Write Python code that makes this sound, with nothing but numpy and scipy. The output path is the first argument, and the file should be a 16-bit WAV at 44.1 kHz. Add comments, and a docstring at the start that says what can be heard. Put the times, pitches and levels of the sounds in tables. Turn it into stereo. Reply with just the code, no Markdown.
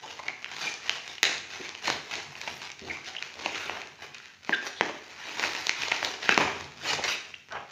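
"""You hear rubbing and crunching in bursts, with squeaks, sharp snaps and knocks over a low rumble.
Hands are working an object out of taped cardboard and foam packing, close by in a small hard room.
Foam beads and card fibres break in tiny clumps, skin hisses as it slides, and foam squeaks where it
sticks and slips. The card walls snap, the box bumps the table, and the table rumbles under the handling.
The room answers every snap."""
import sys
import numpy as np
from scipy import signal
from scipy.fft import rfft, irfft, next_fast_len
from scipy.io import wavfile
from scipy.ndimage import uniform_filter1d, minimum_filter1d, map_coordinates

SR = 44100
rng = np.random.default_rng(int(sys.argv[2]) if len(sys.argv) > 2 else 0)


def int16_out(signal):
    """Quantize to a 16-bit WAV file."""
    q = np.round(np.clip(np.atleast_2d(signal).T, -1, 1) * 32767)
    wavfile.write(sys.argv[1], SR, q.astype(np.int16))


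N = 340231

# The tone of the room's faint air. Each row: frequency in Hz, relative level in dB.
AIR_TONE = [(30, -10), (100, 8), (400, 2.5), (2800, 0), (6400, 3), (8200, -19), (15000, -18)]
# Squeezes of the packing. A crunch has three parts: card wall (low), crack (middle), bead fizz (high).
# Each row: peak time in seconds, relative crack level in dB, rise and fall times in seconds,
# then how many dB the wall and the fizz are driven above the crack.
SQUEEZES = [(0.049, -45.5, 0.039, 0.19, -3.5, -3), (.28, -49, 0.052, 0.097, 0.5, -8),
            (0.529, -43.5, 0.088, .06, -7.5, -19), (0.655, -36, 0.11, 0.075, -5.5, 0),
            (0.902, -38.5, 0.082, 0.1, -6.5, -4), (1.1, -41.5, 0.064, 0.05, -8, -1.5),
            (1.262, -33.5, 0.02, 0.075, -5.5, -1), (1.568, -43, 0.097, 0.2, -6, -2.5),
            (1.873, -34.5, 0.041, 0.059, -7, -3.5), (2.149, -36.5, 0.047, 0.07, -6.5, -2),
            (2.47, -43.5, 0.15, 0.1, -2, -3), (2.625, -43.5, 0.03, 0.06, -6, -3),
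            (2.915, -45, 0.11, 0.1, -3, -2.5), (3.08, -43.5, 0.053, 0.06, -11, -2.5),
            (3.24, -45, .07, .07, -5.5, -3), (3.475, -39.5, 0.11, 0.068, -2, -4),
            (3.59, -36.5, 0.086, 0.072, -8.5, -5), (3.721, -40, .07, 0.1, -0.5, -7),
            (4.039, -42, 0.033, 0.021, -5.5, -7), (4.17, -49.5, .06, 0.38, -11.5, -8.5),
            (4.52, -41, .06, 0.08, -8.5, -4.5), (4.665, -43, 0.026, 0.025, -0.5, 1.5),
            (4.865, -41.5, 0.046, 0.088, 2, -5), (5.27, -43, 0.24, 0.13, -6.5, -5.5),
            (5.445, -36, 0.12, 0.15, -4, -4), (5.619, -40, .06, 0.14, -8.5, -2),
            (5.824, -31, 0.037, 0.054, -9.5, -3.5), (5.925, -34.5, 0.056, 0.057, -5.5, -5),
            (6.048, -35.5, 0.054, 0.08, -2, -1), (6.255, -33, .04, 0.018, -9.5, -5),
            (6.314, -22.5, .03, 0.036, -12, -10), (6.41, -26, .025, 0.07, -2, -9),
            (6.599, -48.5, 0.13, 0.11, 1, -1.5), (6.899, -30.5, 0.062, 0.052, -4.5, -3),
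            (7.106, -31, .07, 0.042, -7.5, -2), (7.25, -56.5, 0.037, 0.078, -1, -16),
            (7.556, -37.5, 0.038, 0.041, 0, -23)]
# Hands just holding the packing: relative levels of wall, crack and fizz in dB.
HOLD_DB = (-71.5, -58, -61)
# Moments when the hands go still. Each row: middle in seconds, half length in seconds, drop in dB.
PAUSES = [(1.216, 0.019, 20), (2.767, 0.033, 10), (4.378, 0.036, 14.5), (6.765, .04, 4), (7.447, 0.06, 15)]
# Shoves along the table. Each row: peak time in seconds, relative level in dB, rise and fall in seconds.
SHOVES = [(1.3, -57.5, 0.076, 0.28), (1.92, -47, .06, .08), (2.3, -55.5, 0.19, 0.042),
          (2.54, -53.5, 0.049, 0.11), (2.829, -51, 0.017, 0.17), (3.46, -61, .06, .12),
          (4.1, -64, 0.84, 0.097), (6.41, -46.5, .06, 0.32), (6.94, -48.5, 0.043, 0.071),
          (7.57, -57, 0.049, 0.087)]
# Low notes at which table and room ring. 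Each row: pitch in Hz, width in Hz, relative level in dB.
TABLE_NOTES = [(64.4, 8.8, -25), (84.2, 8.4, 4), (143.4, 17, 3), (192.4, 7.3, 0.5), (236.3, 10, 2.5)]
# The tone of each part of a break: the card wall, the crack itself and the foam beads.
# Each row: frequency in Hz, relative level in dB.
WALL_TONE = [(60, -19), (150, -15.5), (300, 0), (420, 3.5), (540, -1), (750, 6), (950, 5), (1200, 2),
             (1600, -15), (4000, -43), (8000, -78)]
CRACK_TONE = [(400, -20), (950, -16.5), (1300, 0), (1700, 2.5), (2500, 4), (3100, -0.5), (3700, -17.5),
              (6500, -36), (9000, -92)]
FIZZ_TONE = [(1800, -47.5), (2900, -3), (3700, 3.5), (4800, 0.5), (5900, 0.5), (6800, -4), (8000, -25),
             (11000, -28), (15000, -40)]
# Skin sliding over foam and tape.
# Each row: peak time in seconds, relative level in dB, rise and fall times in seconds.
SLIDES = [(.625, -62, 0.03, 0.063), (1.875, -57, 0.038, 0.095), (2.55, -62, .25, 0.16),
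          (3.59, -57.5, 0.05, 0.17), (4.04, -60, .02, 0.025), (4.665, -53.5, .02, 0.035),
          (5.44, -55, 0.105, 0.14), (5.66, -61, .05, .02), (6.06, -62, .03, .06), (6.92, -53, 0.029, 0.05),
          (7.12, -52, 0.06, 0.057)]
# The tone of sliding skin. Each row: frequency in Hz, relative level in dB.
HISS_TONE = [(4000, -42), (7000, 1), (9000, 0), (11000, 1.5), (15000, 0.5)]
# Foam and card sticking and slipping. Each row: start and length in seconds, first pitch and
# the pitch it settles towards in Hz, level in dB, pitch wobble as a share of the pitch.
SQUEAKS = [(0.034, 0.023, 1010, 880, -42.5, 0.079), (0.193, 0.011, 880, 907, -37.5, 0.21),
           (0.284, 0.0033, 2210, 2040, -22.5, 0.029), (0.62, 0.125, 2330, 2398, -43, 0.026),
           (0.667, 0.017, 2330, 2400, -32.5, 0.015), (1.597, 0.023, 448, 377, -43, 0.16),
           (2.814, 0.12, 200, 350.3, -47.5, 0.29), (2.897, 0.022, 2150, 2296, -32, 0.056),
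           (2.924, 0.05, 2310, 2330, -42.5, 0.059), (3.062, 0.14, 795, 755, -52.5, .13),
           (3.165, 0.005, 2920, 2860, -30.5, 0.025), (3.181, 0.0083, 2930, 2960, -38, 0.045),
           (4.524, 0.024, 2270, 1585, -22.5, 0.031), (4.528, 0.0244, 2690, 2970, -33, 0.144),
           (4.759, 0.051, 3640, 3450, -46.5, 0.11), (6.985, 0.014, 830, 770, -32, 0.15),
           (7.073, 0.085, 2140, 2648, -36.5, 0.096), (7.34, 0.0054, 2870, 2530, -36, 0.12),
           (7.505, 0.085, 1360, 1400, -42, 0.18)]
# The loudest snaps of card, tape and foam. Each row: start in seconds, crack level in dB (as if packed
# into 1 ms), wall and fizz in dB above the crack, pitch in Hz, left minus right in dB,
# tearing time in seconds.
SNAPS = [(.282, -30, -7.5, -1, 2070, -5.5, 0.00082), (0.4444, -24, -24, -10.5, 2560, 3, 0.0012),
         (0.4599, -32, -9, -21, 2070, 9, 0.00098), (.515, -32, -4, -3, 2250, 1, 0.0025),
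         (.537, -35, -8, -7, 2400, 0, 0.00092), (.584, -34, -4, -6, 2400, 2, .001),
         (.878, -35, -14, -7, 2600, -2, .001), (0.6748, -25.5, -11, -16, 2330, 6, .006),
         (0.895, -13.5, -19, -7, 3070, 1, 0.00035), (1.078, -32, -10, -2, 2600, 0, .001),
         (1.1817, -32.5, -14, -11, 3000, -6, 0.0018), (1.2306, -5, -12, -1.5, 2300, -1.5, 0.0016),
         (1.2396, -19, -11, -7, 3000, -7, 0.00049), (1.2525, -19, -19, -3, 3000, -1, 0.0008),
         (1.267, -27, -16, -4, 2880, -5, 0.004), (1.381, -37, -14, 5, 2700, 0, .001),
         (1.613, -38, -8, -5, 2400, 2, .001), (1.692, -35, -2.5, 4.5, 1960, 3, 0.0011),
         (1.7506, -30, -10.5, -10, 3000, -5, 0.00046), (1.8738, -29.5, -8, 7.5, 2330, 10, .003),
         (1.8804, -26, 8.5, -22, 2010, -1, 0.00077), (1.9011, -20.5, 1.5, 0, 1750, 1, 0.00061),
         (2.1111, -28, -7.5, -5, 2380, 1, 0.0043), (2.1385, -33.5, -13, 7, 2660, 6, 0.0022),
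         (2.1549, -31, -12, 4.5, 2500, 2, .001), (2.201, -36, -8, -5, 2400, 2, .001),
         (2.3536, -31, -13, -17, 2700, 5, 0.00079), (2.4146, -28.5, -16, -2.5, 2530, 6, .0014),
         (2.4753, -23, -4, -8, 2440, 2, 0.0045), (2.618, -33.5, -8, -3, 1660, -1, 0.0025),
         (2.694, -39, -8, -3, 2390, -2, .001), (2.702, -32.5, -8, -6, 2200, 0, .001),
         (2.717, -38.5, -16, 5, 2590, 1, 0.0019), (2.794, -38.5, -12, 2, 2600, 2, .0008),
         (3.3405, -42, -8, 4, 2500, 3, .0015), (3.151, -31, -22, -21, 2050, -2, .001),
         (3.2252, -22.5, -19, -7, 2500, 0, 0.0012), (3.46, -18.5, -3.5, -11, 2800, 0, 0.0018),
         (3.5465, -25.5, -8, -17, 2600, 1, 0.0015), (3.578, -31, -10, -6, 2400, 3, 0.0012),
         (3.6785, -32, -10, -12, 2200, 0, .001), (3.696, -21.5, -2.5, -19, 2050, 2, 0.0015),
         (3.817, -30.5, -19, -7, 2370, 5, .001), (3.873, -41, -14, 0, 2400, 0, .001),
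         (4.146, -38, -27, 1, 2700, 1, .0008), (4.183, -44, -14, 4, 2240, 1, 0.001),
         (4.201, -39, -14, -10, 1500, 4, .001), (4.257, -43, -14, 1, 2400, 4, .0008),
         (4.448, -37, -17, -4, 2400, 0, .001), (4.474, -38, -8, -7, 2190, 0, .0015),
         (4.4937, -19.5, 1.5, -19, 1850, 1, 0.00023), (4.6271, -34, -1, -11, 1590, 2, 0.0011),
         (4.6667, -28, -0.5, -4, 1500, 1, 0.0028), (4.7985, -37, -15, -7, 2100, 0, .001),
         (4.8099, -11.5, -1, -13, 1850, 1, 0.0015), (5.396, -22.5, -4, -4, 2260, -1, 0.0009),
         (5.4287, -27, -11, -2, 2040, -6, 0.00088), (5.4384, -16, -9, -14, 2000, 1, 0.0007),
         (5.4479, -23.5, -14, -13, 2220, 5, 0.0011), (5.534, -31, -16, 0, 2300, 0, .001),
         (5.5501, -25.5, -8, -6.5, 2100, 6, 0.0017), (5.669, -28.5, -1, 9, 2600, -1, 0.00088),
         (5.694, -12, -15, -7, 2070, -6, 0.0012), (5.7115, -30, -18, -12, 2400, 0, .001),
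         (5.8204, -22.5, -18, -2, 2180, 0, 0.0013), (5.8342, -22, -16, -10, 2320, 0, .001),
         (5.883, -29, -3, 4.5, 1850, 2, 0.0025), (5.9167, -17, -14, -8, 2270, -6, 0.0014),
         (5.92, -13, -7, -17, 2100, 2, 0.0018), (5.9632, -29, -10, -1.5, 2200, 0, .001),
         (6.0282, -20.5, -1.5, -13, 1500, 2, 0.00043), (6.0477, -26.5, -20, 6.5, 1610, -9.5, 0.0016),
         (6.292, -6, -7.5, -15, 1470, 2, 0.0012), (6.323, -15, -12, -15, 1500, -2, 0.0024),
         (6.344, -25, -14, 0, 2600, 0, .001), (6.377, -10.5, 2.5, -6, 2070, -7, 0.00023),
         (6.6092, -36, -0.5, -0.5, 1770, 9, 0.0017), (6.932, -20.5, -1, -0.5, 2480, -7, 0.0052),
         (7.0389, -19.5, -10, 0.5, 1830, 1, 0.011), (7.0465, -21, -2, -12, 1940, 1, 0.01),
         (7.3405, -37, -19, -20, 2500, 0, .0015), (7.522, -36.5, -5, 0.5, 1530, 1, .0025)]
# The box hitting the table.
# Each row: start in seconds, level in dB (as if packed into 10 ms), contact time in seconds.
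BUMPS = [(1.605, -46.5, 0.0023), (1.879, -34, 0.0012), (1.902, -41, 0.00047), (2.817, -46, 0.003),
         (3.461, -35.5, 0.0008), (4.494, -28.5, 0.0015), (4.505, -55, 0.0015), (4.8108, -31, 0.0022),
         (4.896, -33.5, 0.00043), (6.029, -38, 0.001), (6.292, -31, 0.0032), (6.3774, -23.5, 0.0012)]
# Notes of the hollow box. Each row: pitch in Hz, relative level in dB, seconds to fade by 60 dB.
BOX_NOTES = [(236, 2.5, 0.058), (275, 3, 0.038), (325, 9.5, 0.051), (433, 12.5, 0.041), (573, 15, 0.045),
             (730, -16, 0.068)]
# How long the room rings. Each row: frequency in Hz, seconds to fade by 60 dB.
ROOM_FADE = [(100, 0.2), (300, 0.68), (800, 0.47), (2200, 0.66), (5000, 0.52), (8500, 0.66), (15000, 0.11)]
# Echoes off the nearest surfaces. Each row: delay in seconds, left gain, right gain.
ECHOES = [(.0021, 0.14, 0.1), (.0097, 0.12, 0.12), (0.0112, 0.13, 0.097), (0.0176, .08, .12),
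          (0.0237, .15, 0.082)]
# How alike the room's ringing is left and right. Each row: frequency in Hz, likeness from 0 to 1.
STEREO_LIKENESS = [(100, 0.89), (290, 0.99), (640, 0.38), (1400, 0), (15000, 0)]
# How the two microphones differ. Each row: frequency in Hz, left minus right in dB.
MIC_BALANCE = [(60, -1), (200, 2), (380, -1), (700, 1.5), (1290, 0), (2380, -1), (4400, -8), (7500, 7),
               (15000, -12.5)]

SNAP_ROOM_DB = -7  # the room's ringing after snaps and ticks, relative to the direct sound


def amp(db):
    """Turn decibels into a gain to multiply by."""
    return 10 ** (np.asarray(db) / 20)


def unit(x):
    """Scale a signal so its average power is 1."""
    return x / np.sqrt(np.mean(x ** 2) + 1e-20)


def along(points, hz):
    """Read between the rows of a (frequency, value) table, on a log frequency scale."""
    freqs, values = np.transpose(points)
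    return np.interp(np.log(hz + 1), np.log(freqs + 1), values)


def wobble(rate, size=N):
    """A smooth curve through `rate` random points a second."""
    points = rng.standard_normal(int(size * rate / SR) + 4)
    return map_coordinates(points, [np.arange(size) * rate / SR])


def filtered(x, response):
    """Multiply each frequency in x by response(frequency)."""
    n = x.shape[-1]
    padded = next_fast_len(n + 8192)
    return irfft(rfft(x, padded) * response(np.fft.rfftfreq(padded, 1 / SR)), padded)[..., :n]


def resonance(f, hz, width_hz):
    """How something that rings at hz responds when shaken at frequency f."""
    return 1j * f * width_hz / (hz * hz - f * f + 1j * f * width_hz)


def ring(tone, size=1024):
    """The short ring, with energy 1, that one tap gives through a tone table."""
    cepstrum = irfft(np.log(amp(along(tone, np.fft.rfftfreq(size, 1 / SR)))))
    cepstrum[1:size // 2] *= 2  # fold it so that nothing sounds before the tap
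    cepstrum[size // 2 + 1:] = 0
    response = irfft(np.exp(rfft(cepstrum)))
    return response / np.linalg.norm(response)


def add(track, s, sound):
    """Mix a sound into a track, starting at s seconds."""
    part = track[..., max(round(s * SR), 0):][..., :sound.shape[-1]]
    part += sound[..., :part.shape[-1]]


def in_room(x, room_db, pan_db=0, gap_s=.008, build_s=0.0053, scatter=0.17, scatter_s=0.00083):
    """A sound arrives directly, then off nearby surfaces, then as the fading ring of the whole room."""
    hz, t, noise = signal.stft(rng.standard_normal((2, SR // 2)), SR, nperseg=256)
    angle = np.arccos(np.clip(along(STEREO_LIKENESS, hz), -1, 1))[:, None] / 2
    fading = noise * amp(-60 * t / along(ROOM_FADE, hz)[:, None])
    mid, side = signal.istft(fading * np.array([np.cos(angle), np.sin(angle)]), SR, nperseg=256)[1]
    t = np.arange(len(mid)) / SR
    build_up = 1 - np.exp(-np.maximum(t - gap_s, 0) / build_s)
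    response = amp(room_db) * unit(np.array([mid + side, mid - side]) * build_up) / np.sqrt(len(t))
    # The direct sound reaches one microphone first; hands and box scatter it differently for each.
    sides = np.array([[.5], [-.5]])
    early = t[:128]
    lag_s = .000012 * (1 + rng.standard_normal())
    arrival = (early - sides * lag_s) * SR - 6
    spray = 2 * sides * scatter * rng.standard_normal(len(early)) * np.exp(-early / scatter_s)
    spray = signal.lfilter(*signal.butter(1, 1200, "high", fs=SR), spray)
    direct = np.sinc(arrival) * np.exp(-(arrival / 5) ** 2) + spray
    for delay_s, left, right in ECHOES:
        add(response, delay_s * rng.uniform(.94, 1.06), np.array([[left], [right]]))
    # Soft surroundings swallow the highest treble of every echo.
    response = signal.lfilter(*signal.butter(3, 9000, fs=SR), response)
    add(response, 0, direct * amp(sides * pan_db))
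    return signal.fftconvolve(x[None], response, axes=1)


def moving_in_room(dry, room_db, size=4096):
    """The hands keep moving, so each short piece of sound takes new paths through the room."""
    out = np.zeros((2, N))
    for start in range(0, N, size):
        add(out, start / SR, in_room(dry[start:start + size], room_db))
    return out


def shifting_tone(x, depth_db, size=512):
    """Boost and cut random patches of the sound: its tone shifts as walls bend and the grip changes."""
    spectrum = signal.stft(x, nperseg=size)[2]
    patches = uniform_filter1d(rng.standard_normal(spectrum.shape), size=3, axis=0)
    patches = uniform_filter1d(patches, size=5, axis=1)
    return signal.istft(spectrum * amp(depth_db * unit(patches)), nperseg=size)[1][:len(x)]


def swell(peak_s, rise_s, fall_s, edge_db=9, roundness=1.3):
    """One push of the hands: a gain of 1 at the peak, edge_db lower rise_s before and fall_s after."""
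    t = np.arange(N) / SR - peak_s
    away = np.minimum(np.maximum(-t / rise_s, t / fall_s), 10)
    return amp(-edge_db * away ** roundness)


def room_tone(level_db=-64):
    """The faint, steady air of the room."""
    air = rng.standard_normal(N) + 1.2 * rng.standard_normal((2, N))
    return amp(level_db) * unit(filtered(air, lambda f: amp(along(AIR_TONE, f))))


def handling():
    """How hard the hands drive wall, crack and fizz, in dB: a hold plus squeezes, cut by pauses."""
    power = amp(HOLD_DB)[:, None] ** 2 * np.ones(N)
    for s, db, rise_s, fall_s, wall_db, fizz_db in SQUEEZES:
        power += amp([[db + wall_db], [db], [db + fizz_db]]) ** 2 * swell(s, rise_s, fall_s) ** 2
    pause_db = sum(drop_db * swell(s, half_s, half_s) for s, half_s, drop_db in PAUSES)
    return 10 * np.log10(power) - pause_db


def table_rumble(wall_db, rest_db=-67, transfer_db=-15, shove_db=-1):
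    """Bending card walls and shoves set the low notes of the table and room ringing."""
    def response(f):
        notes = sum((-1) ** k * amp(db) * resonance(f, hz, width_hz)
                    for k, (hz, width_hz, db) in enumerate(TABLE_NOTES))
        return notes / (1 + (f / 400) ** 4)

    shove_power = sum((amp(db + shove_db) * swell(s, rise_s, fall_s)) ** 2
                      for s, db, rise_s, fall_s in SHOVES)
    strength = np.sqrt(amp(rest_db) ** 2 + amp(wall_db + transfer_db) ** 2 + shove_power)
    push = rng.standard_normal(N) + 0.25 * rng.standard_normal((2, N))  # nearly alike left and right
    return strength * unit(filtered(push, response))


def crunch(levels_db, spread_db=3.5, part_spread_db=3, clump_db=1.7, rub=.3, trims_db=(-1, -1.5, -1)):
    """Foam beads and card fibres give way in clumps of tiny breaks over a smooth rub."""
    clumps = amp(clump_db * (wobble(25) + wobble(120)))  # the grip slips in slow and fast jerks
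    # A light touch breaks single beads; a hard squeeze breaks many at once.
    breaks_per_s = np.clip(1400 * amp(1.3 * (levels_db[1] + 42)), 120, 12000)
    sizes = amp(spread_db * np.minimum(rng.standard_normal(N), 1.7))
    breaks = (rng.random(N) < breaks_per_s / SR) * sizes / np.sqrt(breaks_per_s)
    out = np.zeros(N)
    for tone, level_db, trim_db in zip((WALL_TONE, CRACK_TONE, FIZZ_TONE), levels_db, trims_db):
        signs = rng.choice([-1, 1], N)
        grains = unit(breaks * signs * amp(part_spread_db * rng.uniform(-0.94, 0.99, N)))
        texture = clumps * (grains + rub * rng.standard_normal(N))
        force = unit(shifting_tone(texture, depth_db=3)) * amp(level_db + trim_db)
        out += signal.fftconvolve(force, ring(tone))[:N]
    return out


def skin_hiss(beads_db, trim_db=-4, drag_db=-25, flutter_db=2, grit_db=4):
    """Skin hisses as it slides and drags a little with each squeeze, fluttering and catching on beads."""
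    strokes = sum(amp(db + trim_db) * swell(s, rise_s, fall_s) for s, db, rise_s, fall_s in SLIDES)
    strength = np.hypot(strokes, amp(beads_db + drag_db))
    catching = amp(flutter_db * wobble(150) + grit_db * wobble(1500))
    friction = shifting_tone(rng.standard_normal(N) * catching, depth_db=4)
    return strength * unit(filtered(friction, lambda f: amp(along(HISS_TONE, f))))


def squeaks(settle_s=0.00315, rough_db=2.5, overtone_db=-26):
    """Foam sticks and slips over and over, making a rough tone that quickly settles on its pitch."""
    out = np.zeros((2, N))
    for s, length_s, first_hz, last_hz, db, jitter in SQUEAKS:
        n = int(length_s * SR)
        hz = last_hz + (first_hz - last_hz) * np.exp(-np.arange(n) / SR / settle_s)
        phase = 2 * np.pi * np.cumsum(hz * (1 + jitter * wobble(938, n))) / SR
        tone = np.sin(phase) + amp(overtone_db) * np.sin(2 * phase)
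        grip = signal.windows.tukey(n, .2) * amp(rough_db * wobble(646, n))
        add(out, s, in_room(amp(db) * unit(tone * grip), room_db=-7.5))
    return out


def snap(db, wall_db, fizz_db, hz, tear_s, size=1024):
    """One break: a jolt and a run of splitting fibres ring the patch of wall that broke."""
    t = np.arange(size) / SR
    # A quick break is one clean jolt; a slow tear is a short rasp of many fibres.
    force = 70 * tear_s * rng.standard_normal(size) * np.exp(-t / tear_s)
    force[0] += 1
    wall, crack, fizz = (signal.fftconvolve(force, ring(tone))[:size]
                         for tone in (WALL_TONE, CRACK_TONE, FIZZ_TONE))
    crack = filtered(crack, lambda f: 0.43 + resonance(f, hz, width_hz=650))
    # Harder breaks are faster, so they have more of the highest treble.
    treble = unit(signal.lfilter(*signal.butter(2, 8000, "high", fs=SR), force))
    bite = amp(-8 + 0.83 * (db + fizz_db)) * treble
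    in_step = -np.sign(crack @ fizz)  # the beads move with the crack
    sound = amp(wall_db) * unit(wall) - unit(crack) + in_step * amp(fizz_db) * (unit(fizz) + bite)
    return amp(db) * sound * np.sqrt(.001 * SR / size)


def ticks(beads_db, count=36, above_db=9, cap_db=-34):
    """Small chance snaps rise above the crackle of the beads and come more often under pressure."""
    out = np.zeros((2, N))
    typical_db = np.minimum(beads_db + above_db, cap_db)
    strain = np.cumsum(amp(typical_db))
    breaking_points = (np.arange(count) + rng.random(count)) / count
    times = np.interp(breaking_points, strain / strain[-1], np.arange(N) / SR)
    for s, (loud, dull, bright, pitch, place) in zip(times, rng.standard_normal((count, 5))):
        tick = snap(typical_db[int(s * SR)] + 2 * loud, wall_db=-8 + 3 * dull, fizz_db=-2 + 3 * bright,
                    hz=2100 * np.exp(.17 * pitch), tear_s=0.0014)
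        add(out, s, in_room(tick, SNAP_ROOM_DB, pan_db=1 + 4 * place))
    return out


def loud_snaps():
    """Each snap comes from a different spot on the packing and sets the room ringing."""
    out = np.zeros((2, N))
    for s, db, wall_db, fizz_db, hz, pan_db, tear_s in SNAPS:
        add(out, s, in_room(snap(db, wall_db, fizz_db, hz, tear_s), SNAP_ROOM_DB, pan_db))
    return out


def box_bumps(low_cut_hz=170, size=4096):
    """The box thuds on the table. A longer contact is duller, and the small walls give no deep bass."""
    out = np.zeros((2, N))
    t = np.arange(size) / SR
    for s, db, contact_s in BUMPS:
        ringing = np.zeros(size)
        for hz, note_db, fade_s in BOX_NOTES:
            fade = amp(note_db + rng.normal(0, 1.5) - 60 * t / fade_s)
            ringing += fade * np.cos(2 * np.pi * hz * rng.normal(1, 0.027) * t)
        contact = np.sin(np.pi * np.minimum(t / contact_s, 1))
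        thud = signal.fftconvolve(ringing, contact)[:size]
        thud = signal.lfilter(*signal.butter(2, low_cut_hz, "high", fs=SR), thud)
        add(out, s, in_room(amp(db) * unit(thud) * np.sqrt(.01 * SR / size), room_db=-8))
    return out


def scene():
    """The hands drive crunch, hiss, ticks and rumble; snaps, bumps and squeaks stand out on top."""
    levels_db = handling()
    wall_db, _, beads_db = levels_db
    rustle = moving_in_room(crunch(levels_db) + skin_hiss(beads_db), room_db=-4)
    hand_sounds = rustle + ticks(beads_db) + table_rumble(wall_db)
    return hand_sounds + loud_snaps() + box_bumps() + squeaks() + room_tone()


def record(dry, ceiling=1.0, low_cut_hz=45, top_hz=15400, limiter_samples=129):
    """Two microphones differ in tone and lose deep bass; peaks are turned down, the top treble is cut."""
    def microphones(f):
        balance = amp(np.array([[.5], [-.5]]) * along(MIC_BALANCE, f))
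        return balance * 1j * f / (low_cut_hz + 1j * f)

    heard = filtered(dry, microphones)
    needed_gain = ceiling / np.maximum(np.abs(heard), ceiling)
    gain = uniform_filter1d(minimum_filter1d(needed_gain, limiter_samples), limiter_samples)
    return filtered(heard * gain, lambda f: f < top_hz)


dry = scene()
out = record(dry)
int16_out(out)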